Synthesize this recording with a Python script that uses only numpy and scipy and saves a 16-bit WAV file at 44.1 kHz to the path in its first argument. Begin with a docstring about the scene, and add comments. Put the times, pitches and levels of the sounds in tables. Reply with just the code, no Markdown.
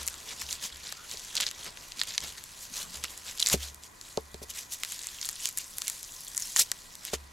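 """Pulling apart a half-frozen fish

Gloved hands pull a half-frozen fish apart over a wooden stump outdoors, close to the microphone.
Rubbing is tilted noise with ice ticks; fibres snap as scattered pulses, and twice a strip rips free.
Pieces thud as damped wood modes on the stump, which rocks with a low hum. Narrow noise swells as gloves
and cloth drag and the fish's body resonates; gloves squeak as fuzzy gliding tones. A sleeve rustles
nearby over the faint wash of the yard, both of them coloured noise."""
import sys
import numpy as np
from scipy import signal
from scipy.fft import rfft, irfft
from scipy.io import wavfile
from scipy.ndimage import uniform_filter1d

SR = 44100
rng = np.random.default_rng(int(sys.argv[2]) if len(sys.argv) > 2 else 0)


def generate_wav(sig):
    """Save sig (samples, or channels by samples) to the path in sys.argv[1] as 16-bit PCM at SR."""
    pcm = np.round(np.clip(np.atleast_2d(sig).T, -1, 1) * 32767).astype(np.int16)
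    wavfile.write(sys.argv[1], SR, pcm)


N = 322812

# stereo likeness of the close noise layers: pitch_hz, likeness (1 = same left and right)
NEAR_SAME = [(100, 1), (300, 0.75), (700, 0.44), (1400, 0.75), (3000, 0.96), (7000, 1), (11000, 0.77),
             (15000, 0.39)]


def amp(db):
    """Decibels to gain."""
    return 10 ** (np.asarray(db) / 20)


def unit(x):
    """Scales to rms 1."""
    return x / np.sqrt(np.mean(x ** 2) + 1e-20)


def read(points, hz):
    """A spectrum, joined by straight lines on a log-frequency axis."""
    f, value = np.transpose(points)
    return np.interp(np.log(hz + 1), np.log(f + 1), value)


def follow(rows, t):
    """The columns of a curve at the times t."""
    s, *columns = np.transpose(rows)
    return [np.interp(t, s, c) for c in columns]


def add(mix, s, sound):
    """Mixes a sound in at the time s."""
    part = mix[:, max(round(s * SR), 0):][:, :sound.shape[-1]]
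    part += sound[..., :part.shape[1]]


def causal(db):
    """The sharpest pulse that has this spectrum (minimum phase), floored 70 dB under its peak."""
    log_gain = np.log(amp(np.maximum(db, db.max() - 70)))
    circle = np.r_[log_gain, log_gain[-2:0:-1]]
    return np.fft.ifft(np.exp(np.conj(signal.hilbert(circle)))).real


def pair(x, db, same):
    """Colours two unrelated signals and blends them into partly alike left and right channels."""
    hz = np.fft.rfftfreq(N, 1 / SR)
    likeness = np.clip(read(same, hz), -1, 1)
    mid, side = rfft(x) * np.sqrt([1 + likeness, 1 - likeness]) * amp(db(hz))
    return unit(irfft([mid + side, mid - side], N))


def rubbing(rub_db, bright, level_db=-2.0, judder_db=2.0):
    """Countless tiny slips make a juddering hiss; strained flesh adds separate ticks of ice."""
    # how hard the flesh is strained: time_s, crackle_db (relative to the hiss)
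    strain = [(0, 1.5), (.25, -8), (.55, 2), (1.15, -4.5), (1.6, -1), (1.85, -14), (2.05, 2), (2.65, -12.5),
              (3.05, -1.5), (3.25, -9), (3.43, 5), (3.55, -13), (4.0, -2), (4.7, -10.5), (5.1, 1),
              (5.7, -3.5), (6.45, 0.5), (6.62, -5.5)]
    # tone of glove on flesh: pitch_hz, relative_db
    rub_colour = [(150, -42), (500, -16.5), (900, -17), (1260, -13), (1700, -8), (2500, -6), (3500, -3),
                  (5550, -2.5), (6400, -1), (7400, -2), (9000, -8), (12000, -8.5), (15000, -17.5),
                  (16000, -21)]
    crackle_db, = follow(strain, np.arange(N) / SR)
    colour = lambda hz: read(rub_colour, hz)
    judder = amp(judder_db * unit(uniform_filter1d(rng.standard_normal(N), 160)))
    hiss = pair(rng.standard_normal((2, N)) * judder, colour, NEAR_SAME)
    ice = ticks()
    ice = pair(np.array([ice, ice * rng.standard_normal(N)]), colour, NEAR_SAME)
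    return amp(rub_db + level_db) * slope(hiss + amp(crackle_db) * ice, bright)


def sliding(t):
    """Level and brightness of the hands: creeping grip, arched strokes, and rips that swell and let go."""
    # creep between strokes: time_s, level_db (before layer trims), brightness_db_per_octave
    grip = [(0, -45.5, 1.5), (.7, -48.5, -3), (1.0, -49, -1.5), (1.3, -45, -0.5), (1.75, -51, -2.5),
            (2.5, -48, 0), (3.35, -47, 0.5), (3.9, -59.5, 2), (4.45, -56, 2), (4.7, -51.5, 2),
            (4.85, -43.5, 1), (5.35, -45, 0.5), (5.55, -52.5, 4.5), (5.7, -47, 4.5), (6.5, -46, 3.5),
            (6.7, -48, 1.5), (7.0, -52, .5), (7.3, -58, -1)]
    # strokes of a glove over flesh: middle_s, length_s, level_db (before layer trims),
    # brightness_db_per_octave
    strokes = [(0.01, 0.069, -38.5, -3.5), (0.309, 0.094, -40, -2), (0.422, 0.085, -39, 0),
               (0.519, 0.08, -36, 2), (0.65, 0.061, -33, .5), (0.878, 0.12, -42.5, -3),
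               (1.127, .07, -41.5, -0.5), (1.2, 0.27, -47, 2), (1.364, 0.065, -37.5, -3),
               (1.423, 0.051, -34, -3), (1.469, 0.046, -39.5, -3), (1.608, 0.11, -44, -1),
               (1.669, 0.072, -41, -3), (1.84, 0.17, -47.5, 1.5), (2.005, 0.086, -40, -.5),
               (2.092, 0.057, -37.5, -1.8), (2.147, .06, -41.5, -0.5), (2.24, 0.052, -37.5, -2),
               (2.289, 0.075, -41, -0.5), (2.383, 0.016, -38, -2), (2.628, .1, -43.5, 3),
               (2.767, 0.079, -35, .3), (2.814, 0.066, -36, .7), (2.955, 0.061, -39.5, -0.5),
               (3.046, 0.028, -35.5, -3.5), (3.112, 0.046, -43.5, 3), (3.29, 0.074, -38.5, -1.5),
               (3.42, 0.086, -39.5, 0), (3.475, 0.075, -34.5, 1.5), (3.638, 0.11, -36.5, -1),
               (3.85, 0.058, -46.5, 1), (4.094, 0.22, -49, 1.2), (4.434, 0.022, -41.5, 4.5),
               (4.505, 0.026, -35, 1.5), (4.585, 0.097, -37, 0), (4.734, 0.042, -32, 4),
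               (4.919, .06, -39.5, 2.5), (5.257, 0.089, -42.5, 3), (5.451, 0.11, -35, 1),
               (5.608, .08, -40, 0.5), (5.89, 0.23, -42, 3), (6.424, 0.14, -40, 4.5),
               (6.497, 0.073, -40, 3), (7.075, 0.089, -41, -0.5), (7.142, .03, -30, -1)]
    # strips ripping free: peak_s, hold_s, level_db (before layer trims), brightness_db_per_octave
    rips = [(3.531, 0.006, -20.5, 0.5), (6.597, 0.019, -20, 3.5)]
    edge_drop_db, arch_exponent = 10, 1.63  # a stroke is this much weaker at its ends
    rise_db_per_s, fall_db_per_s = 463, 902  # of a rip
    parts = [follow(grip, t)]
    for s, length, db, bright in strokes:
        away = np.minimum(abs(t - s) / (length / 2), 4)
        parts.append((db - edge_drop_db * away ** arch_exponent, bright))
    for s, hold, db, bright in rips:
        rise = rise_db_per_s * np.maximum(s - t, 0)
        fall = fall_db_per_s * np.maximum(t - s - hold, 0)
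        parts.append((db - rise - fall, bright))
    power = sum(amp(db) ** 2 for db, _ in parts)
    # the loudest part weighs most in the brightness
    mean_bright = sum(amp(db) ** 2 * bright for db, bright in parts) / power
    return 10 * np.log10(power), mean_bright


def motion(count=4000):
    """The sliding of the hands at every sample: level_db, brightness_db_per_octave."""
    t = np.linspace(0, N / SR, count)
    return follow(np.transpose([t, *sliding(t)]), np.arange(N) / SR)


def slope(x, octave_db, pivot_hz=5500, patch_db=1.7):
    """Tilts the spectrum over time, keeping the power; the shifting grip adds passing resonances."""
    hz, t, z = signal.stft(x, SR, nperseg=256)
    patches = uniform_filter1d(rng.standard_normal((len(t), len(hz))), size=12, axis=0)
    patches = unit(uniform_filter1d(patches, size=5, axis=1)).T
    octaves = np.log2(np.clip(hz, 1500, 11000) / pivot_hz)[:, None]
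    tilt_db = octaves * np.interp(t * SR, np.arange(N), octave_db)
    gain = amp(tilt_db + patch_db * patches)
    power = (abs(z) ** 2).mean((0, 2))[:, None]
    keep_power = np.sqrt(power.sum() / (power * gain ** 2).sum(0))
    return signal.istft(z * gain * keep_power, SR, nperseg=256)[1][:, :N]


def ticks(per_s=520, size_db=5.5, cycles=1.6, scatter_db=-4, scatter_t60=0.018, count=48):
    """Ice crystals giving way: brief rings of many pitches, mostly small, each scattered by the hands."""
    sizes = amp(size_db * np.minimum(rng.exponential(1, N), 3.5)) * (rng.random(N) < per_s / SR)
    kind, t, out = rng.integers(0, count, N), np.arange(600) / SR, np.zeros(N)
    for k, hz in enumerate(np.geomspace(2200, 12000, count)):
        ring = np.sin(2 * np.pi * hz * t) * np.exp(-t * hz / cycles)
        tail = rng.standard_normal(len(t)) * amp(-60 * t / scatter_t60)
        scatter = np.convolve(ring, tail)[:len(t)]
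        tick = np.sqrt(hz) * (unit(ring) + amp(scatter_db) * unit(scatter))
        out += signal.oaconvolve(sizes * (kind == k), tick)[:N]
    return out


def snaps(scatter_db=-6, scatter_t60=0.0095, ring_t60=0.016, dull_db=1, skirt_db=8, wander_db=3.0):
    """Each break is one sharp pulse, scattered by the hands and followed by a dull ring of the flesh."""
    # fibres, small bones and ice breaking: start_s, level_db (of the pulse, over 1 ms), centre_hz,
    # spread_octaves, flesh_ring_db (relative to the pulse)
    breaks = [(0.067, -29.5, 11000, .68, -15), (0.0775, -20, 7660, 0.74, -14),
              (0.0839, -25, 3700, 1.9, -16), (0.418, -30, 7960, 1.3, -2), (0.528, -21.5, 4970, 0.79, -27),
              (0.9245, -27, 4040, 1.5, -3), (1.1139, -30.5, 5500, 0.43, -19),
              (1.1724, -30.5, 5000, 0.35, -22), (1.354, -22, 5930, 1.1, -24),
              (1.3675, -20, 4830, 0.32, -30), (1.4025, -23.5, 2600, 1.15, -2),
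              (1.4073, -20.5, 3590, 1.3, -21), (1.411, -21, 5560, 0.68, -24),
              (1.466, -19.9, 4470, 0.23, -15), (1.513, -30.5, 4420, 1.4, -9),
              (1.773, -36.5, 2680, 1.1, -3.5), (1.9204, -30.5, 4060, 0.61, -24),
              (1.994, -29.5, 4370, 0.38, -16), (2.015, -15.5, 3960, 0.43, -7),
              (2.0244, -32, 4550, .25, -24), (2.0352, -28.5, 4420, 2, -15),
              (2.1794, -15.5, 4400, 0.55, -11.5), (2.1814, -24, 3900, 0.41, -14),
              (2.205, -30.5, 4970, .67, -16), (2.4394, -33, 6870, 1.9, -11), (3.0393, -24.8, 5120, 1.8, -8),
              (3.0434, -26, 2600, 1.8, -4), (3.177, -34, 7730, 0.8, -24), (3.3971, -23, 4290, .68, -24),
              (3.4014, -19, 5500, 0.88, -21), (3.4255, -15.5, 3680, .17, -23),
              (3.4286, -19, 4650, .71, -18), (3.4617, -19, 4680, .52, -18),
              (3.4705, -15.5, 6250, 0.4, -12.5), (3.487, -19, 7730, .93, -16),
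              (3.4996, -17.5, 5430, .47, -10), (3.7455, -35, 8400, 0.85, -21), (3.836, -37, 4820, .62, -26),
              (4.013, -34, 5400, 0.61, -13), (4.1736, -26.5, 4550, 0.62, -22), (4.3435, -35, 4200, .88, -8),
              (4.835, -20, 2500, 1.23, -14), (4.849, -29.3, 4680, 1.3, -8.5),
              (4.922, -26.5, 7960, 0.88, -11.5), (4.9921, -31, 5270, .76, -22),
              (5.07, -25, 7400, 0.47, -14), (5.2143, -26, 5120, 0.48, -22),
              (5.2551, -27.5, 10370, 1.5, -20), (5.2899, -22, 6400, 1, -11.5),
              (5.4565, -17.5, 5200, 1.1, -26), (5.4892, -25, 7500, 1.2, -16),
              (5.5742, -21.5, 10370, 0.93, -18), (5.5858, -21, 8440, 0.56, -24),
              (5.784, -23, 10680, 1.9, -14), (5.8194, -23.5, 4680, 1.1, -14), (5.8714, -29, 5760, .44, -11),
              (5.8805, -20, 6110, 0.96, -16), (5.8989, -23, 8200, 0.85, -14),
              (6.03, -31.5, 9400, 0.45, -22), (6.282, -31.5, 8150, .39, -29), (6.3482, -31, 5760, .95, -14),
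              (6.369, -22, 7000, 0.25, -33), (6.3777, -19, 7100, 0.55, -19), (6.5626, -13, 6500, 0.35, -8),
              (6.5687, -16.5, 4900, 1.05, -16), (6.575, -21, 6300, .3, -18),
              (6.7167, -16.5, 5800, .77, -11.5), (6.9538, -35, 5270, 1.4, -24),
              (7.0515, -27.5, 10680, 1.8, -14)]
    # presence peaks that every sharp pulse takes on at the microphone: pitch_hz, relative_db
    presence = [(300, -1), (900, -13), (2000, -3.5), (4200, 1), (5600, -2.5), (7300, 3.5), (9000, -0.5),
                (11500, 1), (14000, -4.5), (16000, -12)]
    flesh_hz, ring_octaves = 2003, 0.18
    left_db, left_db_per_octave = 1.3, 2.5  # the higher a break, the further left it tends to lie
    out, hz, t = np.zeros((2, N)), np.fft.rfftfreq(512, 1 / SR), np.arange(1400) / SR
    for s, db, centre_hz, spread, ring_db in [*breaks, *fibres()]:
        pan_db = left_db + left_db_per_octave * np.log2(centre_hz / 5500)
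        pan_db += wander_db * rng.uniform(-1.4, 1)
        ring_hz = flesh_hz * 2 ** (ring_octaves * rng.uniform(-1.18, 1))
        away = np.log2((hz + 50) / centre_hz) / max(spread, .15)
        pulse = causal(read(presence, hz) - skirt_db * (np.sqrt(1 + 2 * away ** 2) - 1))
        pulse /= np.linalg.norm(pulse)
        # one shared noise plus one for each side
        noise = rng.standard_normal((2, 3, len(t)))
        scatter, dull = noise[:, :1] + noise[:, 1:]
        scatter = signal.fftconvolve(scatter * amp(-60 * t / scatter_t60), pulse[None])[:, :len(t)]
        # the flesh has one damped mode among many blurred ones
        blur_band = signal.butter(2, [ring_hz / 2, ring_hz * 1.31], "band", fs=SR)
        dull = unit(signal.lfilter(*blur_band, dull))
        ring = (np.sin(2 * np.pi * ring_hz * t) + amp(dull_db) * dull) * amp(-60 * t / ring_t60)
        snap = amp(scatter_db) * scatter / np.linalg.norm(scatter[0])
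        snap += amp(ring_db) * ring / np.linalg.norm(ring[0])
        snap[:, :len(pulse)] += pulse
        millisecond = SR / 1000  # in samples
        sides_db = db + np.array([[pan_db], [-pan_db]]) / 2
        add(out, s, snap * np.sqrt(millisecond) * amp(sides_db))
    return out


def fibres(uneven_db=3.0, pitch_octaves=0.49, count=5):
    """Each tear is a short, uneven run of small breaks; returns rows like those of the single breaks."""
    # fibres giving way one after another: start_s, length_s, fibre_level_db (mean), centre_hz (middle)
    tears = [(1.37, .011, -26.5, 3420), (1.417, .018, -26.5, 3530), (1.469, .02, -30.5, 4600),
             (3.383, 0.047, -32, 3740), (3.474, 0.011, -29, 4800), (5.201, 0.095, -31, 5970),
             (5.574, 0.011, -31, 8650), (6.387, .085, -33.5, 7000), (6.591, .007, -18, 6560)]
    spread_octaves, flesh_ring_db = 0.49, -16
    rows = []
    for s, length, db, hz in tears:
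        for k, (late, size, pitch) in enumerate(rng.uniform(-1, 1, (count, 3))):
            start_s = s + length * (k + .5 + late / 2) / count
            centre_hz = hz * 2 ** (pitch_octaves * pitch)
            rows.append((start_s, db + uneven_db * size, centre_hz, spread_octaves, flesh_ring_db))
    return rows


def stump(soft_db=5, squash_db=-14, squash_t60=0.055, slap_s=0.0045, push_hz=165, push_t60=0.028):
    """A soft blow rings the wood around its contact pitch; the flesh pushes, squashes and slaps."""
    # pieces landing: start_s, level_db (of wood and squash), contact_hz, rocking_db, wet_slap_db,
    # weight_push_db
    thuds = [(1.141, -38.5, 680, -70, -65, -56), (3.54, -16, 382, -32, -32, -15),
             (3.555, -29, 280, -62, -60, -34), (4.174, -15, 700, -43.5, -57, -25.5),
             (4.1832, -35, 760, -60, -56, -38), (4.343, -34.5, 398, -46, -53, -33),
             (4.416, -35, 480, -53, -53, -36.5), (4.434, -37, 650, -61, -52, -48),
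             (7.1323, -18.5, 596, -38, -32, -29)]
    # modes of the damp wood under the fish: pitch_hz, relative_db, t60_s
    wood = [(198, -14, 0.077), (280, -16, 0.085), (382, -7, 0.06), (446, -4, 0.047), (535, -8.5, 0.034),
            (625, -5, 0.031), (727, -10.5, 0.035), (882, -16.5, 0.031), (1070, -14, 0.029)]
    # hands leaning on the stump: start_s, rocking_db
    leans = [(0.0, -44), (0.429, -46), (0.722, -49.5), (2.22, -47), (2.96, -44.5)]
    out, t = np.zeros((2, N)), np.arange(SR // 4) / SR
    slap_band = signal.butter(2, [1000, 8000], "band", fs=SR)
    side_turn = np.array([[.36], [-.36]])  # radians: higher modes reach the two sides out of step
    push = np.sin(2 * np.pi * push_hz * t) * amp(-60 * t / push_t60)
    for s, db, contact_hz, rock_db, slap_db, weight_db in thuds:
        ring = 0
        for k, (hz, mode_db, t60) in enumerate(wood):
            decay_db = mode_db - soft_db * np.log2(hz / contact_hz) ** 2 - 60 * t / t60
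            sign = (-1) ** ((k + 1) // 2)
            ring = ring + sign * amp(decay_db) * np.sin(2 * np.pi * hz * t + side_turn * min(hz / 450, 1))
        noise = rng.standard_normal((2, 3, len(t)))
        squash, slap = noise[:, :1] + 0.89 * noise[:, 1:]
        squash_band = signal.butter(3, [contact_hz / 3, contact_hz * 1.61], "band", fs=SR, output="sos")
        squash = unit(signal.sosfilt(squash_band, squash)) * amp(squash_db - 60 * t / squash_t60)
        blow = amp(db) * (ring + squash) + amp(weight_db) * push
        add(out, s, blow * (1 - np.exp(-t / 0.0013)))  # soft onset
        slap_swell = t / slap_s * np.exp(1 - t / slap_s)
        add(out, s, amp(slap_db) * unit(signal.lfilter(*slap_band, slap)) * slap_swell)
        add(out, s, rocking(rock_db))
    for s, rock_db in leans:
        add(out, s, rocking(rock_db))
    return out


def rocking(db, sway_hz=70.2, sway_t60=0.58):
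    """The whole stump sways on its base: a low, decaying sine."""
    t = np.arange(SR) / SR
    swing_up = 1 - np.exp(-t / .007)
    return amp(db - 60 * t / sway_t60) * np.sin(2 * np.pi * sway_hz * t) * swing_up


def narrow_swells(width=0.19):
    """Short and longer swells of narrow noise: dragging gloves, cloth, the hollow ring of the fish's body."""
    # drags, and near 1.8 kHz the resonance of the body cavity: middle_s, length_s, pitch_hz,
    # level_db (rms before the swell)
    swells = [(0.128, 0.12, 1360, -55.5), (1.414, 0.14, 530, -57), (1.985, 0.056, 240, -56.5),
              (2.241, 0.073, 130, -52.5), (2.718, 0.065, 225, -56), (2.823, 0.22, 1130, -55),
              (2.881, 0.2, 186, -55), (3.529, 0.046, 840, -42), (3.528, 0.044, 128, -48),
              (5.049, .45, 1910, -58.5), (5.858, 0.27, 1810, -58), (6.399, 0.34, 1770, -58),
              (6.592, 0.064, 1810, -39.5), (6.607, 0.038, 130, -52), (6.601, 0.09, 513, -50)]
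    out = np.zeros((2, N))
    for s, length, hz, db in swells:
        noise = rng.standard_normal((3, SR // 2))[:, :round(length * SR)]
        band = signal.butter(2, [hz / (1 + width), hz * (1 + width)], "band", fs=SR, output="sos")
        narrow = unit(signal.sosfilt(band, noise[:1] + .5 * noise[1:]))
        add(out, s - length / 2, amp(db) * narrow * np.hanning(noise.shape[1]))
    return out


def squeaks(cutoff_hz=110):
    """Rubber sticks and slips on the skin: a fuzzy tone that glides from a first to a last pitch."""
    # gloves on skin: start_s, length_s, first_hz, last_hz, level_db (rms before the swell)
    slips = [(0.93, 0.16, 1230, 1480, -53), (6.405, .07, 5600, 5300, -43)]
    out = np.zeros((2, N))
    lowpass = signal.butter(2, cutoff_hz, fs=SR, output="sos")
    for s, length, first_hz, last_hz, db in slips:
        size = round(length * SR)
        # two slow noises turn the tone fuzzy
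        a, b = signal.sosfilt(lowpass, rng.standard_normal((2, SR // 2)))[:, :size]
        turn = 2 * np.pi * np.cumsum(np.linspace(first_hz, last_hz, size)) / SR
        tone = unit(a * np.cos(turn) + b * np.sin(turn))
        add(out, s, amp(db) * tone * np.hanning(size))
    return out


def sleeve(rub_db, level_db=-0.5, lumpy_db=3):
    """Dull, lumpy rustle of cloth that follows the hands while the near arm pulls."""
    # how close the pulling arm is to the microphone: time_s, rustle_db (relative to the hands, untrimmed)
    arm = [(0, -11), (.4, -13), (.6, -17.5), (1.45, -17.5), (1.67, -7.5), (2.0, -22), (2.24, -10.5),
           (2.45, -29), (2.95, -11.5), (3.5, -19), (3.9, -36)]
    # tone of the cloth: pitch_hz, relative_db
    sleeve_colour = [(60, -5), (200, -5), (330, -6.5), (440, -3), (700, -5.5), (1000, -3.5), (2000, -11),
                     (4000, -40)]
    near_db, = follow(arm, np.arange(N) / SR)
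    lumps = amp(lumpy_db * np.tanh(unit(uniform_filter1d(rng.standard_normal(N), 500))))
    cloth = pair(rng.standard_normal((2, N)) * lumps, lambda hz: read(sleeve_colour, hz), NEAR_SAME)
    return cloth * amp(rub_db + near_db + level_db)


def echoes(x, wet_db=-21, t60=0.11):
    """Weak reflections from the stump, the pot and the woodpile: sparse, decaying random taps."""
    t = np.arange(SR // 4) / SR
    sparse = rng.random((2, len(t))) < .05
    taps = rng.standard_normal((2, len(t))) * sparse * amp(-60 * t / t60) * (t > .002)
    return amp(wet_db) * signal.fftconvolve(x, taps / np.linalg.norm(taps[0]), axes=1)[:, :N]


def yard(level_db=-55):
    """Faint steady outdoor wash: coloured noise with narrow microphone resonances."""
    # tone of the wash: pitch_hz, relative_db
    wash = [(12, -32), (20, 6.5), (83, -0.5), (434, -7), (873, -6.5), (1030, -3), (1260, -7), (1710, -7.5),
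            (1960, -8), (2750, -18), (7310, -19), (9140, -18), (13200, -23), (14700, -25), (16000, -42)]
    # narrow microphone resonances in the background noise: pitch_hz, width_hz, boost_db
    peaks = [(1004, 75, 4), (1945, 39, 10), (2440, 70, 9)]
    # stereo likeness: pitch_hz, likeness (1 = same left and right)
    same = [(60, 1), (130, 0.82), (300, 0.089), (700, 0.033), (2000, 0.11), (7000, 0.24), (15000, 0.17)]

    def colour(hz):
        """The wash with its resonant peaks, in dB."""
        return read(wash, hz) + sum(db / (1 + (2 * (hz - f) / width) ** 2) for f, width, db in peaks)

    return amp(level_db) * pair(rng.standard_normal((2, N)), colour, same)


def scene():
    """The hands and the stump close by, their faint echoes, the sleeve and the yard."""
    # stereo lean of the rubbing: pitch_hz, left_minus_right_db
    balance = [(200, -3), (700, 4.5), (2400, -1), (4400, -0.2), (8000, 0), (10000, 5.5), (15000, -2.5)]
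    rub_db, bright = motion()
    lean_db = read(balance, np.fft.rfftfreq(N, 1 / SR)) / 2
    hands = irfft(rfft(rubbing(rub_db, bright)) * amp([lean_db, -lean_db]), N)
    near = hands + snaps() + stump() + narrow_swells() + squeaks()
    return near + echoes(near) + sleeve(rub_db) + yard()


def record(dry, ceiling=.9, edge_hz=16000):
    """Rounds off the sharpest peaks by soft saturation and limits the band with a lowpass."""
    rounded = ceiling * np.tanh(dry / ceiling)
    lowpass = signal.firwin(301, edge_hz, window=("kaiser", 8), fs=SR)
    return signal.oaconvolve(rounded, lowpass[None], "same")


dry = scene()
out = record(dry)
generate_wav(out)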